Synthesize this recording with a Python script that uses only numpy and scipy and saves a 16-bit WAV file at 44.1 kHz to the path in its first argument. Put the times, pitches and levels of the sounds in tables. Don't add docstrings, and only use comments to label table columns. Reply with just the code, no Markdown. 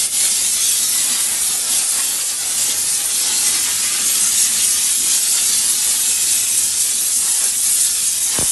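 import sys
import numpy as np
from scipy import signal
from scipy.fft import rfft, irfft
from scipy.io import wavfile

SR = 44100
rng = np.random.default_rng(int(sys.argv[2]) if len(sys.argv) > 2 else 0)


def wav_record(signal):
    frames = np.transpose(np.atleast_2d(signal))
    bounded = np.clip(frames, -1, 1)
    quanta = np.round(bounded * 32767).astype(np.int16)
    wavfile.write(sys.argv[1], SR, quanta)


N = 375291
FRAME, HOP = 2048, 512
FRAME_S = np.arange(N // HOP + 5) * HOP / SR
BIN_HZ = np.fft.rfftfreq(FRAME, 1 / SR)
SAMPLE_S = np.arange(N) / SR

# freq_hz, density_db
DRONE_SPECTRUM = [(20, -36), (36, -24), (52, -3), (64, -1), (80, 2), (94, 5), (114, -4), (134, -1),
                  (160, -4), (300, -20), (1000, -33)]
# pitch_hz, level_db
HUM_LINES = [(95, -67), (180, -62.5), (229, -57.5)]
# start_s, gain_db, decay_s
MIC_THUMPS = [(8.3855, -12, 0.01), (8.4112, -16, 0.0068), (8.4241, -17, 0.011)]

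# freq_hz, density_db
HISS_SPECTRUM = [(1000, -52), (3000, -21), (5000, -8), (6000, -3), (7200, -0.7), (9000, 1.5), (11000, 1),
                 (11600, -2), (12100, -13.5)]
RUSH_SPECTRUM = [(500, -31.5), (1300, -13), (2000, -10.5), (2600, -5), (3300, -1), (4500, -1), (6000, -2),
                 (8000, -2), (12000, -39)]
ROAR_SPECTRUM = [(150, -26), (350, -5.5), (520, -2), (680, -4), (850, 1.5), (1000, -2.5), (1300, -1),
                 (1800, 0), (2500, -2.5), (4000, -12), (9000, -45)]
RUMBLE_SPECTRUM = [(40, -30), (110, -14.5), (170, -6), (225, 0.5), (310, -2), (385, -3), (450, -10.5),
                   (700, -11), (2000, -45)]
# time_s, base_db
HISS_CURVE = [(0.0, -17), (0.31, -18), (1.08, -17.5), (1.63, -20.5), (1.79, -17.5), (2.46, -22),
              (2.59, -18.5), (3.04, -20.5), (3.54, -17.5), (3.95, -20), (4.09, -18), (5.82, -16.5),
              (7.04, -18), (7.42, -17.0), (7.56, -20.0), (7.7, -15.5), (7.98, -18.5), (8.51, -19.0)]
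# time_s, base_db
RUSH_CURVE = [(0.0, -25), (0.47, -25), (1.13, -25.5), (1.2, -27.5), (2.4, -27.5), (2.6, -25.5),
              (2.77, -28.5), (3.17, -26.5), (3.25, -24), (4.35, -25.5), (5.21, -25), (5.51, -25),
              (6.35, -26.5), (6.62, -28), (7.63, -29), (7.76, -26), (8.11, -29.5), (8.51, -33)]
# time_s, base_db
ROAR_CURVE = [(0.0, -37.5), (0.61, -44.5), (1.15, -35.5), (1.3, -37), (2.23, -37), (3.16, -38.5),
              (3.27, -36), (4.29, -36.0), (4.99, -40.5), (5.13, -38.5), (6.3, -40.5), (7.06, -42.5),
              (7.46, -35.5), (7.53, -44), (8.26, -43)]
# time_s, hiss_db_per_octave, roar_db_per_octave
AIM_TILTS = [(0, 1.5, -1), (.7, 0.5, -3), (1.2, 3, 2.5), (1.5, 2.5, -2), (2, 3, 0), (2.65, 0, -2.5),
             (2.82, 1, -0.5), (3.16, 3, -1.5), (3.26, -3.5, -2.5), (3.9, 1.5, 6), (4.2, -1, 1),
             (4.5, -0.5, 4.5), (5, 1, 0.5), (5.5, -1, 1.5), (6.2, -0.5, 1.5), (7.4, 1, -2), (8.1, 0.5, 1),
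             (8.5, 1, -0.5)]
# centre_s, length_s, freq_hz, boost_db
HOLLOW_MODES = [(.2, 0.46, 2150, 11), (0.582, 0.37, 6030, 6), (.76, 0.49, 1990, 8.5), (.88, 0.23, 5430, 8),
                (1.0, 1.2, 218, 3), (1.57, 0.39, 5470, 7), (1.7, 0.42, 755, 7.5), (1.92, 0.7, 3500, 4.5),
                (2.2, 0.3, 4540, 5), (3.204, 0.48, 800, 5.5), (3.356, 0.31, 4220, 9), (3.603, 1.4, 2030, 4),
                (3.9, .9, 1210, 6), (4.3, 1.4, 380, 2.5), (4.45, 0.8, 205, 6.5), (4.33, 0.55, 6500, 5),
                (5.33, 0.44, 1510, 3), (5.62, 0.25, 4540, 9), (5.763, 0.42, 885, 5),
                (6.28, 0.55, 2570, 8.5), (6.41, 0.32, 3800, 4), (6.55, 0.82, 7400, 4),
                (7.5, 0.36, 10600, 6), (7.62, 0.68, 1710, 5.5), (8.2, 0.36, 4800, 2)]
# centre_s, length_s, gain_db
FLOW_DIPS = [(0.098, 0.043, -10), (2.37, 0.044, -2.5)]
# centre_s, length_s, hiss_db
NOZZLE_SPURTS = [(0.22, 0.04, 2), (2.932, 0.057, 3.5), (4.2, 0.081, 2.8), (4.419, 0.093, 3),
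                 (4.706, 0.081, 2), (6.33, 0.068, 2), (6.822, 0.037, 2), (7.82, 0.04, 2.5),
                 (8.485, 0.11, 2)]
# centre_s, length_s, rush_db, roar_db
PANEL_STRIKES = [(0.235, 0.04, -0.5, 4), (1.125, 0.046, 3, 3.5), (1.741, 0.06, 3, -2.5),
                 (1.98, 0.062, 2.5, 4), (2.707, 0.035, 5.5, 3), (3.28, 0.06, 1, 1), (3.561, 0.06, 0, 4),
                 (5.37, 0.04, 2, 6), (5.882, 0.04, -1.5, 5), (7.29, 0.05, 1, 1), (8.38, 0.16, 4.5, 9.5)]
# centre_s, length_s,
# rush_db, roar_db, rumble_db
JET_LULLS = [(0.113, 0.025, 0, -2, -2), (1.897, 0.08, -0.5, -2, -11), (2.26, 0.051, -2.5, -4.5, -11),
             (3.16, 0.045, 0.5, -3, -5), (4.975, 0.057, -2, -7, 0), (5.21, 0.038, -2.5, 0, -12),
             (7.168, 0.062, -2, -6, 1), (7.37, 0.05, 0, -1.5, -13)]


def gain_of(db):
    return 10 ** (np.asarray(db) / 20)


def unit_rms(x):
    return x / np.sqrt(np.mean(x ** 2) + 1e-20)


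def colour(spectrum, freq_hz):
    knots_hz, knots_db = np.transpose(spectrum)
    return gain_of(np.interp(np.log(freq_hz + 1), np.log(knots_hz + 1), knots_db))


def per_frame(curve):
    return np.interp(FRAME_S, *np.transpose(curve))


def per_sample(frames):
    return np.interp(SAMPLE_S, FRAME_S, frames)


def bell(centre_s, length_s):
    return np.exp(-2 * ((FRAME_S - centre_s) / length_s) ** 2)


def swells_db(events, stretch=1):
    return sum(np.outer(dbs, bell(centre_s, length_s * stretch)) for centre_s, length_s, *dbs in events)


def drift(fastest_hz):
    rates_hz = fastest_hz * np.geomspace(0.1, 1, num=16)
    cycles = rates_hz * FRAME_S[:, None] + rng.random(len(rates_hz))
    return unit_rms(np.sin(2 * np.pi * cycles).sum(1))


def patches(length_s, width_hz):
    white = rng.standard_normal((len(FRAME_S), len(BIN_HZ)))
    along = np.fft.fftfreq(len(FRAME_S), HOP / SR)[:, None] * length_s
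    across = np.fft.rfftfreq(len(BIN_HZ), SR / FRAME) * width_hz
    blur = np.exp(-2 * (along ** 2 + across ** 2))
    return unit_rms(np.fft.irfft2(np.fft.rfft2(white) * blur, white.shape))


def machine(drone_db, waver_hz):
    shape = colour(DRONE_SPECTRUM, np.fft.rfftfreq(N, 1 / SR))
    drone = gain_of(drone_db) * unit_rms(irfft(rfft(rng.standard_normal(N)) * shape, N))
    for centre_hz, level_db in HUM_LINES:
        pitch_hz = centre_hz + waver_hz * per_sample(drift(fastest_hz=8))
        drone += np.sqrt(2) * gain_of(level_db) * np.sin(2 * np.pi * np.cumsum(pitch_hz) / SR)
    sink_db = 0.81 * swells_db(JET_LULLS, stretch=3.8).mean(0)
    return drone * gain_of(per_sample(sink_db))


def thumps(sweep_cycles, rise_s):
    out = np.zeros(N)
    for start_s, gain_db, decay_s in MIC_THUMPS:
        age_s = np.maximum(SAMPLE_S - start_s, 1e-6)
        envelope = (1 - np.exp(-(age_s / (2 * rise_s)) ** 2)) * np.exp(-age_s / decay_s)
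        out += gain_of(gain_db) * envelope * np.sin(2 * np.pi * sweep_cycles * np.log(age_s / rise_s))
    return out


def echoes(strength, longest_ms, sway_ms, sway_hz, scatter_hz, count):
    reflected = strength * BIN_HZ / np.hypot(BIN_HZ, scatter_hz)
    paths = 1 + 0j
    for base_ms in np.linspace(1, longest_ms, count):
        delay_ms = base_ms + rng.uniform(-0.111, 0.1) + sway_ms * drift(sway_hz)
        weight = drift(sway_hz)[:, None] / np.sqrt(count)
        paths = paths + reflected * weight * np.exp(-2j * np.pi * delay_ms[:, None] * BIN_HZ / 1000)
    return abs(paths) / np.sqrt(np.mean(abs(paths) ** 2, 1, keepdims=True))


def hollows(width_hz, widening):
    total_db = np.zeros((len(FRAME_S), len(BIN_HZ)))
    for centre_s, length_s, freq_hz, boost_db in HOLLOW_MODES:
        peak = np.exp(-((BIN_HZ - freq_hz) / (width_hz + widening * freq_hz)) ** 2)
        total_db += boost_db * bell(centre_s, length_s)[:, None] * peak
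    return gain_of(total_db)


def aim_tilt(column, pivot_hz):
    db_per_octave = per_frame(np.array(AIM_TILTS)[:, [0, column]])
    octaves = np.clip(np.log2((BIN_HZ + 1) / pivot_hz), -1, 1)
    return gain_of(db_per_octave[:, None] * octaves)


def sputter(depth_db, corner_hz):
    rate_hz = np.fft.rfftfreq(N, 1 / SR)
    band = (rate_hz > 10) / (1 + (rate_hz / corner_hz) ** 2)
    flicker = unit_rms(irfft(rfft(rng.standard_normal(N)) * band, N))
    return unit_rms(gain_of(depth_db * flicker))


def jet_levels_db(hiss_gust_db, rush_gust_db, roar_gust_db):
    dip_db = swells_db(FLOW_DIPS)[0]
    spurt_db = swells_db(NOZZLE_SPURTS)[0]
    rush_flare_db, roar_flare_db = swells_db(PANEL_STRIKES)
    rush_lull_db, roar_lull_db, rumble_lull_db = swells_db(JET_LULLS)
    gust = drift(fastest_hz=18)
    hiss_db = per_frame(HISS_CURVE) + spurt_db + hiss_gust_db * gust
    rush_db = per_frame(RUSH_CURVE) + rush_flare_db + rush_gust_db * gust
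    roar_db = per_frame(ROAR_CURVE) + roar_flare_db + roar_gust_db * gust
    rumble_db = -11.5 + 0.75 * rush_db + 0.4 * roar_db
    return (hiss_db + dip_db, rush_db + dip_db + rush_lull_db,
            roar_db + dip_db + roar_lull_db, rumble_db + rumble_lull_db)


def turbulence(level_db, spectrum, shaping, trim_db, patchy_db, flutter_db):
    white = rng.standard_normal((len(FRAME_S), len(BIN_HZ), 2)) @ np.array([1, 1j])
    gusts = gain_of(patchy_db * patches(length_s=0.07, width_hz=950))
    frames = white * colour(spectrum, BIN_HZ) * shaping * gusts
    _, noise = signal.istft(frames.T, nperseg=FRAME, noverlap=FRAME - HOP)
    envelope_db = level_db + trim_db + flutter_db * drift(fastest_hz=35)
    return unit_rms(noise[:N]) * gain_of(per_sample(envelope_db))


def steam_jet():
    bodywork = echoes(strength=0.86, longest_ms=10, sway_ms=0.025, sway_hz=6, scatter_hz=1100, count=24)
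    bodywork *= hollows(width_hz=34, widening=0.009)
    hiss_shaping = bodywork * aim_tilt(column=1, pivot_hz=8840)
    roar_shaping = bodywork * aim_tilt(column=2, pivot_hz=1240)
    hiss_db, rush_db, roar_db, rumble_db = jet_levels_db(
        hiss_gust_db=0.08, rush_gust_db=0.58, roar_gust_db=0.28)
    hiss = turbulence(hiss_db, HISS_SPECTRUM, hiss_shaping, trim_db=0.52, patchy_db=1.3, flutter_db=0.85)
    rush = turbulence(rush_db, RUSH_SPECTRUM, bodywork, trim_db=1.54, patchy_db=1.05, flutter_db=0.8)
    roar = turbulence(roar_db, ROAR_SPECTRUM, roar_shaping, trim_db=1.1, patchy_db=0.2, flutter_db=1.1)
    rumble = turbulence(rumble_db, RUMBLE_SPECTRUM, bodywork,
                        trim_db=0.45, patchy_db=-1.1, flutter_db=1.65)
    nozzle = hiss * sputter(depth_db=0.67, corner_hz=400)
    plume = (rush + roar) * sputter(depth_db=0.4, corner_hz=300)
    return nozzle + plume + rumble


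def scene():
    mono = steam_jet() + machine(drone_db=-51, waver_hz=2.7) + thumps(sweep_cycles=1.2, rise_s=0.00046)
    return np.array([mono, mono])


def record(dry):
    cutoff_hz = 12150
    taps = signal.firwin(401, cutoff_hz, window=("kaiser", 9), fs=SR)
    return signal.oaconvolve(dry, taps[None], "same", axes=1)


dry = scene()
out = record(dry)
wav_record(out)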